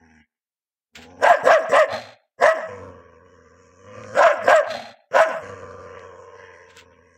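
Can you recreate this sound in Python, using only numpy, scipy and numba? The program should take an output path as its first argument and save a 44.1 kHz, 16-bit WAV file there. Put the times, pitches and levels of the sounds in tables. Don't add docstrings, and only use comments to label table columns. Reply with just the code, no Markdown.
import sys
import numpy as np
from scipy import signal
from scipy.fft import rfft, irfft
from scipy.io import wavfile
from scipy.ndimage import uniform_filter1d
from numba import njit

SR = 44100
rng = np.random.default_rng(int(sys.argv[2]) if len(sys.argv) > 2 else 0)


def field_ratio(decibels):
    return 10 ** (np.asarray(decibels, dtype=float) / 20)


def unload_wav(signal):
    wavfile.write(
        sys.argv[1],
        SR,
        np.round(np.clip(np.atleast_2d(signal).T, -1, 1) * 32767).astype(np.int16),
    )


N = 316197

# (folds start [s], they lock onto the throat [s], they let go [s], slack tail [s])
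BARKS = [
    (1.195, 1.284, 1.35, .08),
    (1.433, 1.527, 1.58, .105),
    (1.696, 1.783, 1.84, .05),
    (2.384, 2.473, 2.525, .175),
    (4.141, 4.24, 4.314, .1),
    (4.443, 4.534, 4.607, .055),
    (5.112, 5.205, 5.243, .18),
]
# (locked pitch [Hz], pitch at letting go [Hz], roughness while locked [0-1],
# tongue resonance [Hz], lips resonance [Hz])
YELPS = [(718, 574, .55, 1000, 1616), (670, 521, .08, 1057, 1660), (645.3, 518, .11, 1028, 1780),
         (643, 650, .08, 1000, 1717), (670.6, 574, .5, 992, 1400), (657.2, 545, 0, 1037, 1600),
         (651, 643, .07, 978, 1478)]


def play(tables, levels, fade_s=0.011):
    rows = np.vstack(tables)
    ends = np.cumsum([0, *map(len, tables)])
    apart = np.diff(rows[:, 0], prepend=-1, append=99)[ends] > .03
    for k, table in enumerate(map(np.array, tables)):
        for edge, side in ((0, -1), (1, 1)):
            if apart[k + edge]:
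                silent = table[-edge].copy()
                silent[0] += side * fade_s
                silent[levels] = -110
                rows = np.vstack([rows, silent])
    rows = rows[np.argsort(rows[:, 0])]
    now = np.arange(N) / SR
    return [np.interp(now, rows[:, 0], column) for column in rows[:, 1:].T]


def walk(rate):
    hold = int(SR / rate)
    return uniform_filter1d(np.repeat(rng.standard_normal(N // hold + 1), hold), hold)[:N]


@njit
def svf(x, hz, width):
    y, band, low = np.empty(len(x)), 0., 0.
    for i in range(len(x)):
        g, damping = np.tan(np.pi * hz[i] / SR), width / hz[i]
        v = (band + g * (x[i] - low)) / (1 + g * (g + damping))
        low += 2 * g * v
        band = 2 * v - band
        y[i] = damping * v
    return y


@njit
def folds(hz, jitter, scatter_db, chance):
    pulses, phases = np.zeros(len(hz) + 1), np.empty(len(hz))
    phase, cycle = 0., 0
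    for i in range(len(hz)):
        step = hz[i] * np.exp(jitter[i] * chance[cycle, 0]) / SR
        phase += step
        if phase >= 1:
            phase -= 1
            cycle += 1
            size = np.sqrt(SR / hz[i]) * 10 ** (scatter_db[i] * chance[cycle, 1] / 20)
            pulses[i] += size * phase / step
            pulses[i + 1] += size * (1 - phase / step)
        phases[i] = phase
    return pulses[:-1], phases


def larynx(hz, rough, jitter, scatter_db, puff):
    pulses, phase = folds(hz, jitter * rough, scatter_db * rough, rng.standard_normal((N // 40, 2)))
    air = np.exp(-phase / puff) * rng.standard_normal(N) / np.sqrt(puff / 2)
    return np.sqrt(1 - np.clip(rough, 0, 1) ** 2) * pulses + rough * air, air


def tract(x, modes, span_s, order=1):
    y = 0
    for k, (hz, width, db) in enumerate(modes):
        ring = x
        for _ in range(order):
            ring = svf(ring, hz + np.zeros(N), 1. 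* width)
        y = y + (-1) ** k * field_ratio(db) * ring
    size = int(span_s * SR)
    power = uniform_filter1d(uniform_filter1d(y ** 2, size), size)
    return y / np.sqrt(np.abs(power) + 1e-12)


def bark_gesture():
    t = np.arange(N) / SR
    hz, throat_hz, rough = np.full(N, 120.), np.full(N, 600.), np.full(N, .5)
    for (start, lock, free, _), (top_hz, free_hz, locked, *_) in zip(BARKS, YELPS):
        on = t >= start
        flap_hz = np.interp(t, [start, start + .03, lock], [130, 250, 310])
        arc = 1 - np.clip((t - lock) / (free - lock), 0, 1) ** 2
        yelp_hz = free_hz + (top_hz - free_hz) * arc
        slack_hz = 335 * np.exp(-(t - free) / .21) + (free_hz - 335) * np.exp(-np.abs(t - free) / .009)
        pitch = np.where(t < lock, flap_hz, np.where(t < free, yelp_hz, np.maximum(slack_hz, 95)))
        hz[on] = pitch[on]
        throat_times = [start, start + 0.041, lock, free, free + 0.073]
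        throat_hz[on] = np.interp(t, throat_times, [460, 560, top_hz, max(free_hz, 580), 590])[on]
        rough_times = [lock - .012, lock + .006, free, free + .03]
        rough[on] = np.interp(t, rough_times, [.72, locked, locked, .5])[on]
    return uniform_filter1d(hz, 150), throat_hz, rough


def bark_effort():
    # (throat at the onset [dB], flapping [dB], yelping [dB], slack [dB],
    # mouth level added by the gape [dB])
    bark_levels = [(-51.5, -13.5, -10, -35, 0), (-34, -11.5, -10, -34.5, -0.5),
                   (-32.5, -13.5, -10.5, -41.5, 0.5), (-53, -13, -11, -35.5, 1),
                   (-39.5, -13.5, -10.5, -34.5, 1), (-37, -12.5, -10, -44, 0), (-48, -14, -8.5, -32, 1)]
    # (chest re throat [dB], mouth re throat [dB], hiss re throat [dB], tongue rise [Hz])
    stages = [
        (-4.5, -6.5, -13.5, 77.5),
        (-25, -6.5, -25, -6),
        (-38.5, -4, -25, 20),
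        (-57, -6.5, -30, 89),
        (-45, -5.5, -30.5, 54.5),
        (-9, 0.5, -18, 61),
        (-13, -2, -20, 77.5),
    ]
    tables = []
    for (start, lock, free, tail), (*_, tongue_hz, lips_hz), levels in zip(BARKS, YELPS, bark_levels):
        onset, flap, yelp, slack, gape_db = levels
        yelp_peak = lock + .45 * (free - lock)
        times = [start, start + .042, lock - .012, yelp_peak, free, free + .022, free + tail]
        dbs = [onset, flap, flap - 0.5, yelp, yelp - 9.5, slack, slack - 9.5]
        tables.append([(s, db, chest, mouth + gape_db, hiss, tongue_hz + rise, lips_hz)
                       for s, db, (chest, mouth, hiss, rise) in zip(times, dbs, stages)])
    return play(tables, 1)


def bark():
    # (centre [Hz], width [Hz], level [dB])
    upper = [(1965, 870, 5.5), (2910, 920, -4)]
    # (centre [Hz], width [Hz], level [dB])
    hiss_modes = [(5564, 860, 8.5), (6980, 1000, 1), (7870, 970, 1.5), (10400, 1500, -16),
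                  (12000, 3500, -13.5), (15200, 3500, -14.5)]
    db, chest_db, mouth_db, hiss_db, tongue_hz, lips_hz = bark_effort()
    hz, throat_hz, rough = bark_gesture()
    source, air = larynx(hz, rough, jitter=.12, scatter_db=7.5, puff=0.86)
    chest = tract(source + .8 * air, [(np.minimum(hz, 330), 110, 0)], .04, order=2)

    less_bass = signal.butter(4, 330, "high", fs=SR, output="sos")
    source, air = signal.sosfilt(less_bass, [source, air])
    throat = tract(source, [(throat_hz, 120, 0), (throat_hz * 1.27, 150, -8)], 0.022, order=2)

    mouth_modes = [(tongue_hz, 170, 2), (1290, 170, -5), (lips_hz, 200, 2), (lips_hz * 1.156, 240, -5)]
    moving = [(f * (1 + .015 * walk(35)), w, g + 1.5 * walk(30)) for f, w, g in mouth_modes]
    mouth = tract(source + (0.62 + .5 * rough) * air, moving, 0.11, order=2)
    mouth = mouth + field_ratio(-11.5) * field_ratio(4.2 * walk(60)) * tract(0.36 * source + air, upper, 0.057, order=2)

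    spray = air * field_ratio(3.5 * walk(120))
    clumps = [(f * (1 + .035 * walk(25)), w, g + 3.5 * walk(40)) for f, w, g in hiss_modes]
    gape_db = -4 + 1.3 * np.minimum(db + 16, 0)
    valley = tract(spray, [(3720, 570, 6.0), (4600, 990, -5)], 0.033, order=2)
    hiss = tract(spray, clumps, 0.06, order=2) + field_ratio(gape_db) * valley
    return field_ratio(db) * (throat + field_ratio(chest_db) * chest + field_ratio(mouth_db) * mouth + field_ratio(hiss_db) * hiss)


def growl():
    # (time [s], pitch [Hz], effort [dB], jaw opening [0-1], lips drawn back [0-1],
    # tongue resonance [Hz])
    shut = [
        (0, 82.7, -55.5, 0.35, 0.44, 870),
        (.21, 75.44, -55.5, 0, 0.61, 885),
        (.25, 72, -74.5, .1, 0.93, 830),
    ]
    lead = [
        (.93, 75.1, -74, .55, .1, 780),
        (.975, 77.8, -47.5, 0.4, 0.072, 780),
        (1.17, 91.3, -50.5, .57, 0.13, 860),
        (1.21, 101.2, -43.5, 0.31, .1, 870),
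    ]
    middle = [
        (2.69, 100.7, -38, 0.8, 0.43, 1070),
        (2.87, 92.1, -43, 0.56, 0.14, 1104),
        (3.05, 84.7, -53, 0.67, .45, 1133),
        (3.3, 86.75, -55, 0.64, 0.42, 1100),
        (3.43, 83.1, -56, 0.6, 0.54, 1189),
        (3.77, 91.64, -57.5, 0.61, 0.43, 1150),
        (3.96, 107.4, -42, 0.66, 0.4, 1188),
        (4.066, 103, -43, 0.63, 0.33, 1234),
        (4.141, 115.7, -41, 0.66, 0.4, 1250),
    ]
    link = [
        (4.39, 104.3, -39.5, .9, 0.64, 1060),
        (4.458, 107.3, -42, 0.68, 0.71, 1028),
    ]
    last = [
        (5.43, 95.4, -39.5, 0.7, 0.56, 1140),
        (5.781, 93.46, -42.5, 0.73, 0.15, 1196),
        (5.971, 91.12, -42.5, 0.83, 0.49, 1160),
        (6.198, 92.73, -45.5, .88, 0.21, 1059),
        (6.33, 92.37, -46, 0.99, 0.31, 1070),
        (6.42, 91.3, -46.5, 0.85, 0.65, 1051),
        (6.62, 89.16, -52, 0.88, 0.64, 1035),
        (6.86, 87.4, -55.5, 0.63, 0.39, 1070),
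        (7.17, 85.4, -61.5, 0.61, 0.68, 1124),
    ]
    # (time [s], level [dB])
    leak = [
        [(0, -74), (.21, -76)],
        [(1.07, -70.5), (1.19, -70.5)],
        [(2.69, -62.5), (2.95, -77.5), (3.22, -78), (3.45, -71.5), (3.82, -69), (4.14, -55)],
        [(5.43, -57), (5.68, -67), (6.65, -68.5), (6.85, -78), (7.0, -78), (7.17, -71)],
    ]
    # (centre [Hz], width [Hz], level [dB])
    teeth = [(4200, 980, -12), (5690, 820, 4.5), (6165, 220, 1.5), (6710, 1100, 1), (8283, 930, -14),
             (10700, 1300, -19)]
    # (centre [Hz], width [Hz], level [dB])
    upper = [(2244, 280, -8.5), (2570, 150, -9), (2872, 150, -9.5), (3190, 150, -16)]
    hz, effort_db, jaw, lips, tongue_hz = play([shut, lead, middle, link, last], 2, fade_s=0.079)

    throat_db = 37 * (jaw - 0.58)
    body_db = effort_db - np.maximum(throat_db, 0)
    throat_open_hz = 465.9 + 2.1 * (hz - 90)
    throat_hz = 400 + np.clip(4 * jaw - 1, 0, 1) * (throat_open_hz - 400)
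    tongue_db = -4.5 + 0.3 * np.minimum(throat_db, 0)
    lips_db, lips_hz = 30.5 * (lips - 0.68), 1353 + 446 * lips
    nose_db = np.interp(tongue_hz, [900, 1000], [4, -3]) - 0.64 * np.maximum(throat_db, 0)

    rough = np.interp(throat_hz, [420, 445], [.25, .42])
    source, air = larynx(hz, rough, jitter=.125, scatter_db=6, puff=.7)
    nose = tract(source, [(174, 360, -6.0), (249.4, 46, 14.0)], 0.034, order=2)
    chest = tract(source, [(hz, 40, 0)], 0.091) + field_ratio(nose_db) * nose
    throat_modes = [(throat_hz * (1 + .012 * walk(12)), 60, 0), (throat_hz * 1.24, 110, -9),
                    (350, 60, -17), (730, 140, -18)]
    throat = tract(source, throat_modes, .06, order=2)
    body = field_ratio(body_db) * (chest / np.sqrt(1 + field_ratio(2 * nose_db)) + field_ratio(throat_db) * throat)

    tongue_modes = [(tongue_hz * (1 + .01 * walk(9)), 100, 0), (tongue_hz * .87, 130, -5),
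                    (tongue_hz * 1.17, 200, -9)]
    tongue = tract(source + .3 * air, tongue_modes, .07, order=2)
    lip_modes = [(lips_hz, 330, 0), (lips_hz * 1.227, 300, 12 * lips - 12), *upper]
    moving = [(f * (1 + .015 * walk(14)), w, g + 3 * walk(12)) for f, w, g in lip_modes]
    hoarse = .7 * source + air
    mouth = field_ratio(effort_db) * (field_ratio(tongue_db) * tongue + field_ratio(lips_db) * tract(hoarse, moving, 0.057, order=2))

    teeth_db = play(leak, 1, fade_s=.05)[0] + 2.3 + 2 * walk(29)
    flickering = [(f, w, g + 4 * walk(5.4)) for f, w, g in teeth]
    return body + mouth + field_ratio(teeth_db) * tract(air, flickering, 0.044, order=2)


def gasp():
    # (time [s], airflow [dB], airflow sag [dB/s], throat re airflow [dB], extra throat sag [dB/s])
    breaths = [
        (1.887, -35.5, 107.5, 8, 55),
        (4.667, -36, 78, 2, -12.5),
    ]
    # (centre [Hz], width [Hz], level [dB])
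    hollows = [
        [(110, 23, 0.5), (231, 37, 0.5)],
        [(650, 240, 5), (860, 150, -3.5)],
        [(1250, 1800, 2.5), (1750, 1100, 8.5), (2600, 1100, 5.5)],
        [(3320, 950, -5.5), (4180, 300, -1), (4700, 400, -10.5), (6160, 2000, -20.5), (7814, 1800, -21),
         (12100, 4400, -34)],
    ]
    length_s, rise_s, close_s = 0.322, 0.046, 0.071
    held_s = length_s - rise_s - close_s
    flow = []
    for s, db, fall, throat_db, sag in breaths:
        flow.append([(s, db - 18, 0),
                     (s + rise_s, db, throat_db),
                     (s + length_s - close_s, db - fall * held_s, throat_db - sag * held_s),
                     (s + length_s, db - 61.5, throat_db)])
    db, throat_db = play(flow, 1)
    source, air = larynx(np.full(N, 60.), np.full(N, .8), jitter=0.49, scatter_db=1.5, puff=1.0)
    parts = [tract(source + k * .5 * air, modes, 0.097, order=2) for k, modes in enumerate(hollows)]
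    balance_db = (-3.5, throat_db, 0.5, -1)
    return field_ratio(db) * sum(field_ratio(g) * part for g, part in zip(balance_db, parts))


def flaps():
    # (time [s], peak level [dB], ring [Hz])
    slaps = [
        (1.939, -48, 670),
        (1.989, -28, 783),
        (4.691, -28, 670),
        (4.75, -18.5, 760),
        (4.794, -22.5, 740),
        (4.843, -30.5, 780),
        (4.925, -44, 618),
    ]
    out, t = np.zeros(N), np.arange(SR // 40) / SR
    for s, db, hz in slaps:
        i = int(s * SR)
        swell = np.e * t / 0.0029 * np.exp(-t / 0.0022)
        out[i:i + len(t)] += field_ratio(db) * swell * np.sin(2 * np.pi * hz * t)
    return out


def paws():
    # (peak time [s], level [dB], rise [s], fall [dB/s])
    scuffs = [
        (0.956, -34.5, 0.011, 448),
        (1.028, -43.5, .06, 404),
        (6.706, -50.5, 0.056, 702),
        (6.791, -42, .1, 485),
    ]
    # (frequency [Hz], level [dB per Hz])
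    grit_colour = np.array([(650, -30.5), (1100, -19.5), (1370, -4), (3320, -5.5), (6190, -18.5),
                            (7450, -13), (9480, -38.5), (15000, -30)])
    # (time [s], peak level [dB], pitch [Hz])
    ticks = [
        (4.037, -26.5, 2284),
        (5.7113, -39, 5000),
        (5.9944, -36.5, 4200),
        (6.771, -25, 6600),
    ]
    grains = rng.standard_normal(N) * field_ratio(2.54 * rng.exponential(size=N)) * (rng.random(N) < .6)
    log_hz = np.log(np.arange(N // 2 + 1) * SR / N + 1)
    colour_db = np.interp(log_hz, np.log(grit_colour[:, 0]), grit_colour[:, 1])
    grit = irfft(rfft(grains) * field_ratio(colour_db), N)
    now = np.arange(N) / SR
    drag = 0
    for s, db, rise, fall in scuffs:
        drag = drag + field_ratio(db - np.where(now < s, 40 * (s - now) / rise, fall * (now - s)))
    out = drag * grit / np.std(grit)
    t = np.arange(200) / SR
    for s, db, hz in ticks:
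        i = int(s * SR)
        out[i:i + len(t)] += field_ratio(db) * np.exp(-t * hz / 1.1) * np.sin(2 * np.pi * hz * t)
    return out


def yard(x):
    # (delay [s], level [dB])
    echoes = [
        (.147, -17.5),
        (.294, -37),
        (.44, -62),
    ]
    # (pitch [Hz], level [dB], time to fall 60 dB [s])
    panels = [
        (591, -37.5, 0.8),
        (646, -28.5, 0.4),
    ]
    t = np.arange(SR // 2 + SR // 4) / SR
    tail = rng.standard_normal(len(t)) * 1000 ** (-t / 0.14) * np.clip(t / 0.0022, 0, 1)
    reply = field_ratio(-9.5) * tail / np.sqrt(np.sum(tail ** 2))
    for s, db in echoes:
        reply[int(s * SR)] += field_ratio(db)
    for hz, db, t60 in panels:
        reply += field_ratio(db - 39.5) * 1000 ** (-t / t60) * np.sin(2 * np.pi * hz * t)
    dull = signal.sosfilt(signal.butter(2, [350, 3100], "bandpass", fs=SR, output="sos"), x)
    return signal.fftconvolve(dull, reply)[:N]


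def hush():
    return field_ratio(-79.5) * rng.standard_normal(N)


def scene():
    near = bark() + growl() + gasp() + flaps() + paws()
    return (near + yard(near) + hush())[None]


def phone_gate(x):
    # (frequency [Hz], level [dB])
    thresholds = np.array([(100, -55.5), (400, -44), (1500, -48), (4000, -56), (9000, -65.5)])
    hz, _, z = signal.stft(x, SR, nperseg=1024)
    power = uniform_filter1d(uniform_filter1d(np.abs(z) ** 2, size=3, axis=1), size=3, axis=2) + 1e-18
    edge_db = np.interp(np.log(hz + 1), np.log(thresholds[:, 0]), thresholds[:, 1]) - 34.0
    edge = field_ratio(edge_db)[:, None] ** 2
    gain = np.maximum(power ** 2 / (power ** 2 + edge ** 2), field_ratio(-16))
    return signal.istft(z * gain, SR, nperseg=1024)[1][:, :N]


def low_pass(x):
    return signal.sosfilt(signal.butter(12, 15690, fs=SR, output="sos"), x)


def record(dry):
    rounded = np.tanh(1.05 * dry) / 1.05
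    thinned = signal.sosfilt(signal.butter(2, 60, "high", fs=SR, output="sos"), rounded)
    return low_pass(phone_gate(thinned))


dry = scene()
out = record(dry)
unload_wav(out)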